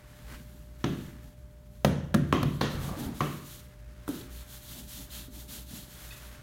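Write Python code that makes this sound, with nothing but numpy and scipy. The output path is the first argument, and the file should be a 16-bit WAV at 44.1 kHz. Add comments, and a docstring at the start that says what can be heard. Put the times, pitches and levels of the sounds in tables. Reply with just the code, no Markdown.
"""Slapping and rubbing a hollow pillar

A bare hand slaps a drywall pillar in a hard-floored room, then rubs along it in strokes.
Each slap is a palm-and-fingers smack, a pop of trapped air and a thump that sets the boards ringing.
The sliding skin hisses, rasps and catches. A jacket sleeve rustles; an appliance hums behind it all."""
import sys
import numpy as np
from scipy import signal
from scipy.fft import rfft, irfft, next_fast_len
from scipy.io import wavfile
from scipy.ndimage import map_coordinates

SR = 44100
rng = np.random.default_rng(int(sys.argv[2]) if len(sys.argv) > 2 else 0)


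def dump_mix(stems):
    """Bounce the given channels to the path in sys.argv[1] as a 16-bit WAV at rate SR."""
    frames = np.atleast_2d(stems).T  # one column per channel
    limited = np.clip(frames, -1, 1)  # hard clip at full scale
    pcm = np.round(limited * 32767).astype(np.int16)
    wavfile.write(sys.argv[1], SR, pcm)


N = 283122
TIME = np.arange(N) / SR
AGE = TIME[:SR]  # seconds into a transient

# Modes of the boards and the cavity behind them. Each row: frequency in Hz, relative dB, t60 in seconds.
BOARDS = [(67.2, -18, 2.7), (82, -3.5, 1.7), (99.3, -14, 1.7), (133.7, 0, 0.75), (146.1, 4, 0.79),
          (156.1, -3, 0.55), (182, -5.5, 0.99), (205, -4.5, 0.41), (235.2, -3.5, 0.62), (259.4, -3, 0.52),
          (280, -17.5, 1), (310.6, -11, 0.77), (335, -6.5, 0.83), (390, -6, 0.46), (476, -17, 0.28),
          (575.4, -9, 0.28), (571.5, -6, 0.37), (686, -6, 0.37), (737, -1, 0.12), (1038, -27, 0.49),
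          (1047, -15, 0.4), (1200, -16, 0.56), (1314, -11, 0.37)]


def amp(db):
    """Decibels to gain."""
    return 10 ** (np.asarray(db) / 20)


def blow(x):
    """Scale a transient to the energy of 10 ms at rms 1."""
    return x * np.sqrt(.01 * SR / (np.sum(x ** 2) + 1e-20))


def fade(t60_s):
    """One second of exponential decay."""
    return np.exp(-np.log(1000) * AGE / t60_s)


def along(points, hz):
    """(Hz, value) points read on a log axis."""
    knots_hz, values = np.transpose(points)
    return np.interp(np.log(hz + 1), np.log(knots_hz + 1), values)


def wobble(rate_hz):
    """Smooth random curve, rate_hz knots a second."""
    return map_coordinates(rng.standard_normal(int(N * rate_hz / SR) + 4), [TIME * rate_hz])


def filtered(x, gain):
    """Apply gain(hz) with zero phase."""
    size = next_fast_len(len(x) + SR // 2)
    return irfft(rfft(x, size) * gain(np.fft.rfftfreq(size, 1 / SR)), size)[:len(x)]


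def noise(spectrum):
    """Coloured noise of rms 1."""
    x = filtered(rng.standard_normal(N), lambda hz: amp(along(spectrum, hz)))
    return x / np.sqrt(np.mean(x ** 2) + 1e-20)


def coloured(x, spectrum):
    """Minimum-phase colouring of a one-second transient by (Hz, dB) points."""
    cepstrum = irfft(np.log(amp(along(spectrum, np.fft.rfftfreq(SR, 1 / SR)))))
    cepstrum[1:SR // 2] *= 2
    cepstrum[SR // 2 + 1:] = 0
    return irfft(rfft(x) * np.exp(rfft(cepstrum)))


def ping(hz, t60_s, attack_s):
    """Damped resonance with a soft start."""
    return np.sin(2 * np.pi * hz * AGE) * fade(t60_s) * (1 - np.exp(-AGE / attack_s))


def lingering(power, t60_s):
    """Gain of a sound fed with this power and dying away over t60_s."""
    pole = np.exp(-2 * np.log(1000) / (t60_s * SR))
    return np.sqrt(signal.lfilter([1 - pole], [1, -pole], power))


def add(out, start_s, x):
    """Mix x in at start_s."""
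    part = out[round(start_s * SR):][:len(x)]
    part += x[:len(part)]


def room(x, near_gain=0.79, far_s=0.021, early_boost=0.92, early_t60_s=0.062):
    """Reflections off near surfaces, then far walls; a strong early part gives way to a long tail."""
    # Room decay. Each row: frequency in Hz, t60 in seconds.
    decay = [(80, 0.96), (210, 0.79), (560, 0.59), (1470, 0.71), (3800, 0.58), (7000, 0.59), (14000, 0.19)]
    # What the surfaces send back. Each row: frequency in Hz, gain in dB.
    walls = [(60, -1.5), (300, -2.5), (560, -2), (850, -6.5), (1200, -5.5), (2000, -2), (3000, 0.5),
             (4500, -6), (7000, -2), (15000, 5.5)]
    hz, frame_s, bins = signal.stft(rng.standard_normal(SR), SR, nperseg=256)
    bins = bins * np.exp(-np.log(1000) * frame_s / along(decay, hz)[:, None])
    tail = signal.istft(bins, SR, nperseg=256)[1][:SR]
    tail *= np.where(AGE > far_s, 1, near_gain) * (AGE > .005)
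    tail *= 1 + early_boost * fade(early_t60_s)
    return signal.fftconvolve(x, coloured(tail / np.linalg.norm(tail), walls))[:SR]


def appliance_hum():
    """Low tones, slightly unsteady in level and phase."""
    # Hum partials. Each row: frequency in Hz, rms level in dB.
    partials = [(59.2, -54), (119.5, -58.5), (398.4, -76), (597.8, -63.5)]
    out = np.zeros(N)
    for hz, db in partials:
        peak = np.sqrt(2) * amp(db + 0.13 * wobble(4.5))
        out += peak * np.sin(2 * np.pi * hz * TIME + 0.057 * wobble(5.7))
    return out


def room_air():
    """Low, steady rush of air."""
    # Air spectrum. Each row: frequency in Hz, relative density in dB.
    spectrum = [(20, -48), (35, -7.5), (58, 7.5), (85, -10), (125, -6), (190, -10), (280, -18.5),
                (450, -28), (900, -32), (1650, -41), (2300, -85), (6000, -63), (16000, -57)]
    return amp(-51) * noise(spectrum)


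def sleeve(hiss_gain, drag_db=-13.5, rest_db=-66.5):
    """Cloth brushes unevenly on cloth, swelling with each arm swing and dragging along with the palm."""
    # Arm swings. Each row: middle in seconds, width in seconds, level in dB.
    swings = [(0.2, 0.48, -56.5), (0.328, 0.098, -48), (1.004, 0.38, -55.5), (2.925, 0.38, -47),
              (3.553, 0.4, -58), (4.314, 0.68, -55.5), (5.157, 0.19, -55.5), (6.01, 0.25, -53.5),
              (6.264, 0.35, -51.5)]
    # Cloth spectrum. Each row: frequency in Hz, relative density in dB.
    cloth = [(200, 5.5), (700, -1.5), (1100, 1), (1650, 3), (2500, -2.5), (4000, -7), (6000, -10),
             (16000, -16)]
    swing_power = sum((amp(db) * np.exp(-2 * ((TIME - middle_s) / width_s) ** 2)) ** 2
                      for middle_s, width_s, db in swings)
    gain = np.sqrt(swing_power + (amp(drag_db) * hiss_gain) ** 2 + amp(rest_db) ** 2)
    return gain * noise(cloth) * amp(-2.5 + 0.75 * wobble(35) + 1.6 * wobble(300))


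def ticks():
    """Light, hard touches that ring briefly."""
    # Touches. Each row: start in seconds, level in dB, pitch in Hz.
    touches = [(0.131, -63, 1740), (6.108, -46.5, 2560), (6.122, -50.5, 1940)]
    # Tick partials. Each row: multiple of the pitch, relative level in dB.
    partials = [(.6, -11), (1, -1), (1.42, -6), (1.75, -8)]
    out = np.zeros(N)
    for start_s, level_db, hz in touches:
        ring = sum(amp(db) * ping(ratio * hz, t60_s=0.065, attack_s=0.0011) for ratio, db in partials)
        tick = amp(level_db) * blow(ring)
        add(out, start_s, tick + amp(-4) * room(tick))
    return out


def friction(speed_exponent=0.55):
    """Gains of hiss, rasp and murmur follow the hand as it speeds up and slows in each stroke."""
    # Palm strokes. Each row: start and end in seconds, share of the stroke before top speed,
    # hiss in dB, rasp in dB over the hiss, wall murmur in dB.
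    strokes = [(0.0, 0.776, .35, -65, -14, -62.5), (0.25, 0.422, .45, -65, -8, -54),
               (0.755, 1.12, 0.66, -60.5, -8, -57), (1.17, 1.294, 0.65, -66, -8, -61),
               (1.70, 1.82, .5, -67.5, -12, -74), (2.213, 2.68, 1, -60.5, -2, -63),
               (2.676, 2.753, 0.38, -53.5, 0, -41.5), (2.774, 2.903, 0.36, -48, -9, -42.5),
               (2.96, 3.062, .4, -48, -7, -31), (3.13, 3.448, 0.1, -51, -10, -59),
               (3.432, 3.62, 0.21, -51, -11, -71), (4.064, 4.24, .35, -51, -6.5, -77),
               (4.285, 4.428, 0.65, -52, -10.5, -62.5), (4.465, 4.595, 0.28, -50, -13, -64),
               (4.598, 4.832, 0.53, -48.5, -10, -53), (4.858, 5.05, 0.4, -47, -12.5, -52.5),
               (5.092, 5.221, 0.22, -45.5, -5, -55), (5.295, 5.438, 0.55, -51, -19, -52.5),
               (5.474, 5.608, 0.17, -44.5, -10, -48), (5.653, 5.842, 0.41, -49, -7, -51),
               (5.85, 6.36, 0.23, -52.5, -12, -79)]
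    hiss, rasp, murmur = np.zeros((3, N))
    for start_s, end_s, crest, hiss_db, rasp_db, murmur_db in strokes:
        fastest_s = start_s + np.clip(crest, .1, .9) * (end_s - start_s)
        speed = np.sin(np.pi * np.interp(TIME, [start_s, fastest_s, end_s], [0, .5, 1]))
        power = np.abs(speed) ** (2 * speed_exponent)
        hiss += amp(hiss_db) ** 2 * power
        rasp += amp(hiss_db + rasp_db) ** 2 * power
        murmur += amp(murmur_db) ** 2 * power
    return lingering(hiss, t60_s=0.3), lingering(rasp, t60_s=0.3), lingering(murmur, t60_s=0.66)


def rubbing(hiss_gain, rasp_gain, murmur_gain, creep_db=-73):
    """Skin hisses over textured paint and rasps where it grips; the bumps make the hollow wall murmur."""
    # Spectra of sliding skin, gripping skin and the wall. Each row: frequency in Hz, relative dB.
    sliding = [(500, -14), (1500, -3), (2400, -5), (3300, 2), (4300, 0.5), (5100, -2), (6800, 1),
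               (8300, -2), (10200, -0.5), (11500, 1.5), (15000, -0.5), (16000, -4)]
    gripping = [(2000, -17), (3200, 2), (3800, 3.5), (4400, 2.5), (5500, -39)]
    wall = [(40, -20), (80, -17), (130, -2), (210, 3), (290, 1.5), (370, -8.5), (550, -19.5), (900, -14),
            (2000, -59)]
    hiss = noise(sliding) * amp(1.9 + 1.26 * wobble(45) + 0.35 * wobble(700))
    rasp = noise(gripping) * amp(2 * wobble(150))
    murmur = noise(wall) * amp(3.15 * wobble(22))
    slide_gain = np.hypot(hiss_gain, amp(creep_db))  # the palm creeps between strokes
    return slide_gain * hiss + rasp_gain * rasp + murmur_gain * murmur


def board_modes():
    """Each mode of the wall ringing on its own, one a row."""
    return np.array([amp(db) * ping(hz, t60_s, attack_s=0.007) for hz, db, t60_s in BOARDS])


def boards(modes, drive_hz, reach_octaves):
    """Modes ring at random strengths, most near the drive; the first swings ring stronger, then settle into a
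    longer decay."""
    strengths = amp(rng.normal(0, 2, len(modes))) * rng.choice([-1, 1], len(modes))
    octaves = np.log2(np.transpose(BOARDS)[0] / drive_hz)
    nearness = 1 / (1 + (octaves / reach_octaves) ** 2) ** 2
    ring = (strengths * nearness) @ modes
    ring *= 1 + 0.79 * fade(t60_s=0.13)
    return ring / np.std(ring[:SR // 10])


def thump(thump_hz, room_db):
    """The heavy board gives way under the hand and booms into the room."""
    # A soft blow, weak above its own pitch. Each row: multiple of thump_hz, relative level in dB.
    shape = [(.05, -13), (.15, -26), (.3, -3), (.55, -1), (1, 1.5), (1.35, -3), (1.9, -17), (5, -57),
             (20, -68)]
    spectrum = [(ratio * thump_hz, db) for ratio, db in shape]
    push = blow(coloured(signal.unit_impulse(SR), spectrum))
    return push + amp(room_db) * room(push)


def contact(spectrum, land_s, room_db):
    """Palm and fingers land one by one over about land_s; the room answers with the same colour."""
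    click = coloured(signal.unit_impulse(SR), spectrum)
    gap_s = .0024 * rng.uniform(0.512, 2)  # two main pads land apart, giving a hollow tint
    click = blow(click + 0.22 * np.interp(AGE - gap_s, AGE, click, left=0))
    pads = np.exp(0.98 * np.interp(AGE, np.arange(40) * .0007, rng.standard_normal(40)))
    envelope = np.exp(-(AGE / land_s) ** 2) * (1 - np.exp(-AGE / 0.000062))
    landing = envelope * pads * rng.standard_normal(SR)
    return blow(coloured(landing, spectrum)) + amp(room_db) * room(click)


def judders(modes):
    """The shifting hand catches and slips on the wall: a dull thump and a scuff."""
    # Catches. Each row: start in seconds, thump in dB, thump pitch in Hz, scuff in dB.
    catches = [(.405, -45.5, 193, -73), (2.747, -31.5, 94.4, -60), (2.784, -33.5, 89.8, -47.5),
               (2.842, -36, 118, -46), (2.878, -34.5, 155, -41), (2.912, -32, 188, -43),
               (3.06, -38, 93, -51), (5.283, -46.5, 270, -69), (5.735, -43.5, 215, -75)]
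    scuff_hz_db = [(300, -13), (550, 6), (780, 4), (1000, -2), (1200, 7.5), (2500, -56), (16000, -31)]
    out = np.zeros(N)
    for start_s, thump_db, thump_hz, scuff_db in catches:
        scuff = contact(scuff_hz_db, land_s=0.05, room_db=4.0)
        body = thump(thump_hz, room_db=-5.5) + amp(-10.5) * boards(modes, thump_hz, reach_octaves=0.79)
        add(out, start_s, amp(thump_db) * body + amp(scuff_db) * scuff)
    return out


def smack_spectrum(smack_hz, lift_db=6, width_octaves=0.41):
    """The smack's colour, lifted around a pitch: a flatter hand sounds higher."""
    # Hand on paint. Each row: frequency in Hz, relative density in dB.
    base = [(200, -21), (450, 14.5), (690, 9.5), (850, 7.5), (1250, 7), (1750, 4.5), (2500, -4), (3500, -2),
            (4400, -4), (5000, -8.5), (6300, -6), (8000, -22.5), (16000, -27)]
    hz = np.geomspace(100, 16000, num=60)
    bump = np.exp(-(np.log2(hz / smack_hz) / width_octaves) ** 2)
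    return np.column_stack([hz, along(base, hz) + lift_db * bump])


def slaps(modes, pop_t60_cycles=13.4):
    """Each blow smacks the paint, pops the air under the palm and, a moment later, pushes the board in."""
    # Blows. Each row: start in seconds, thump in dB and Hz, ring in dB, air pop in dB and Hz,
    # smack in dB and Hz, skin snap in dB, the smack's room send in dB.
    blows = [(0.8411, -24.5, 266, -34, -40, 1280, -32, 3150, -61, -0.5),
             (1.8466, -24.5, 199, -26, -22.5, 563, -22.5, 700, -36, -3),
             (2.1424, -21.5, 189, -26, -31, 532, -26.5, 1520, -37, -6),
             (2.3262, -21.5, 268, -35.5, -22.5, 1074, -26, 2780, -48, 0),
             (2.4294, -25.5, 170, -28.5, -40.5, 1285, -32.5, 3520, -43.5, -6.5),
             (2.6105, -27, 236, -36, -32.5, 1084, -26, 4130, -46.5, 2.5),
             (3.206, -32, 282, -32.5, -26.5, 1114, -32.5, 2500, -57, 2),
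             (4.0780, -38, 322, -53, -46, 1344, -43.5, 950, -48, 3),
             (4.0895, -36, 290, -65, -24.5, 292, -56, 1400, -46, -12)]
    # Skin snap spectrum. Each row: frequency in Hz, relative density in dB.
    snap_spectrum = [(3000, -16), (7000, -10.5), (10000, -6), (16000, -10.5)]
    out = np.zeros(N)
    for start_s, thump_db, thump_hz, ring_db, pop_db, pop_hz, smack_db, smack_hz, snap_db, room_db in blows:
        smack = amp(smack_db) * contact(smack_spectrum(smack_hz), land_s=0.0059, room_db=room_db)
        snap = amp(snap_db) * contact(snap_spectrum, land_s=0.0057, room_db=1.1 * room_db - 4)
        pop = amp(pop_db) * blow(ping(pop_hz, pop_t60_cycles / pop_hz, attack_s=0.0017))
        hollow = amp(pop_db - 19.5) * boards(modes, pop_hz, reach_octaves=0.92)  # woken by the pop
        add(out, start_s, smack + snap + pop + hollow + amp(room_db - 3.0) * room(pop))
        boom = amp(thump_db) * thump(thump_hz, room_db=1.5 + 0.13 * room_db)
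        ring = amp(ring_db) * boards(modes, thump_hz, reach_octaves=2.5)
        add(out, start_s + .0015, boom + ring)
    return out


def scene():
    """All sources in mono, from a few steps away."""
    modes = board_modes()
    hiss_gain, rasp_gain, murmur_gain = friction()
    hand = slaps(modes) + judders(modes) + ticks() + rubbing(hiss_gain, rasp_gain, murmur_gain)
    return (hand + sleeve(hiss_gain) + appliance_hum() + room_air())[None]


def record(dry):
    """Brick-wall low-pass."""
    top_hz = 15950
    return filtered(dry[0], lambda hz: hz < top_hz)[None]


dry = scene()
out = record(dry)
dump_mix(out)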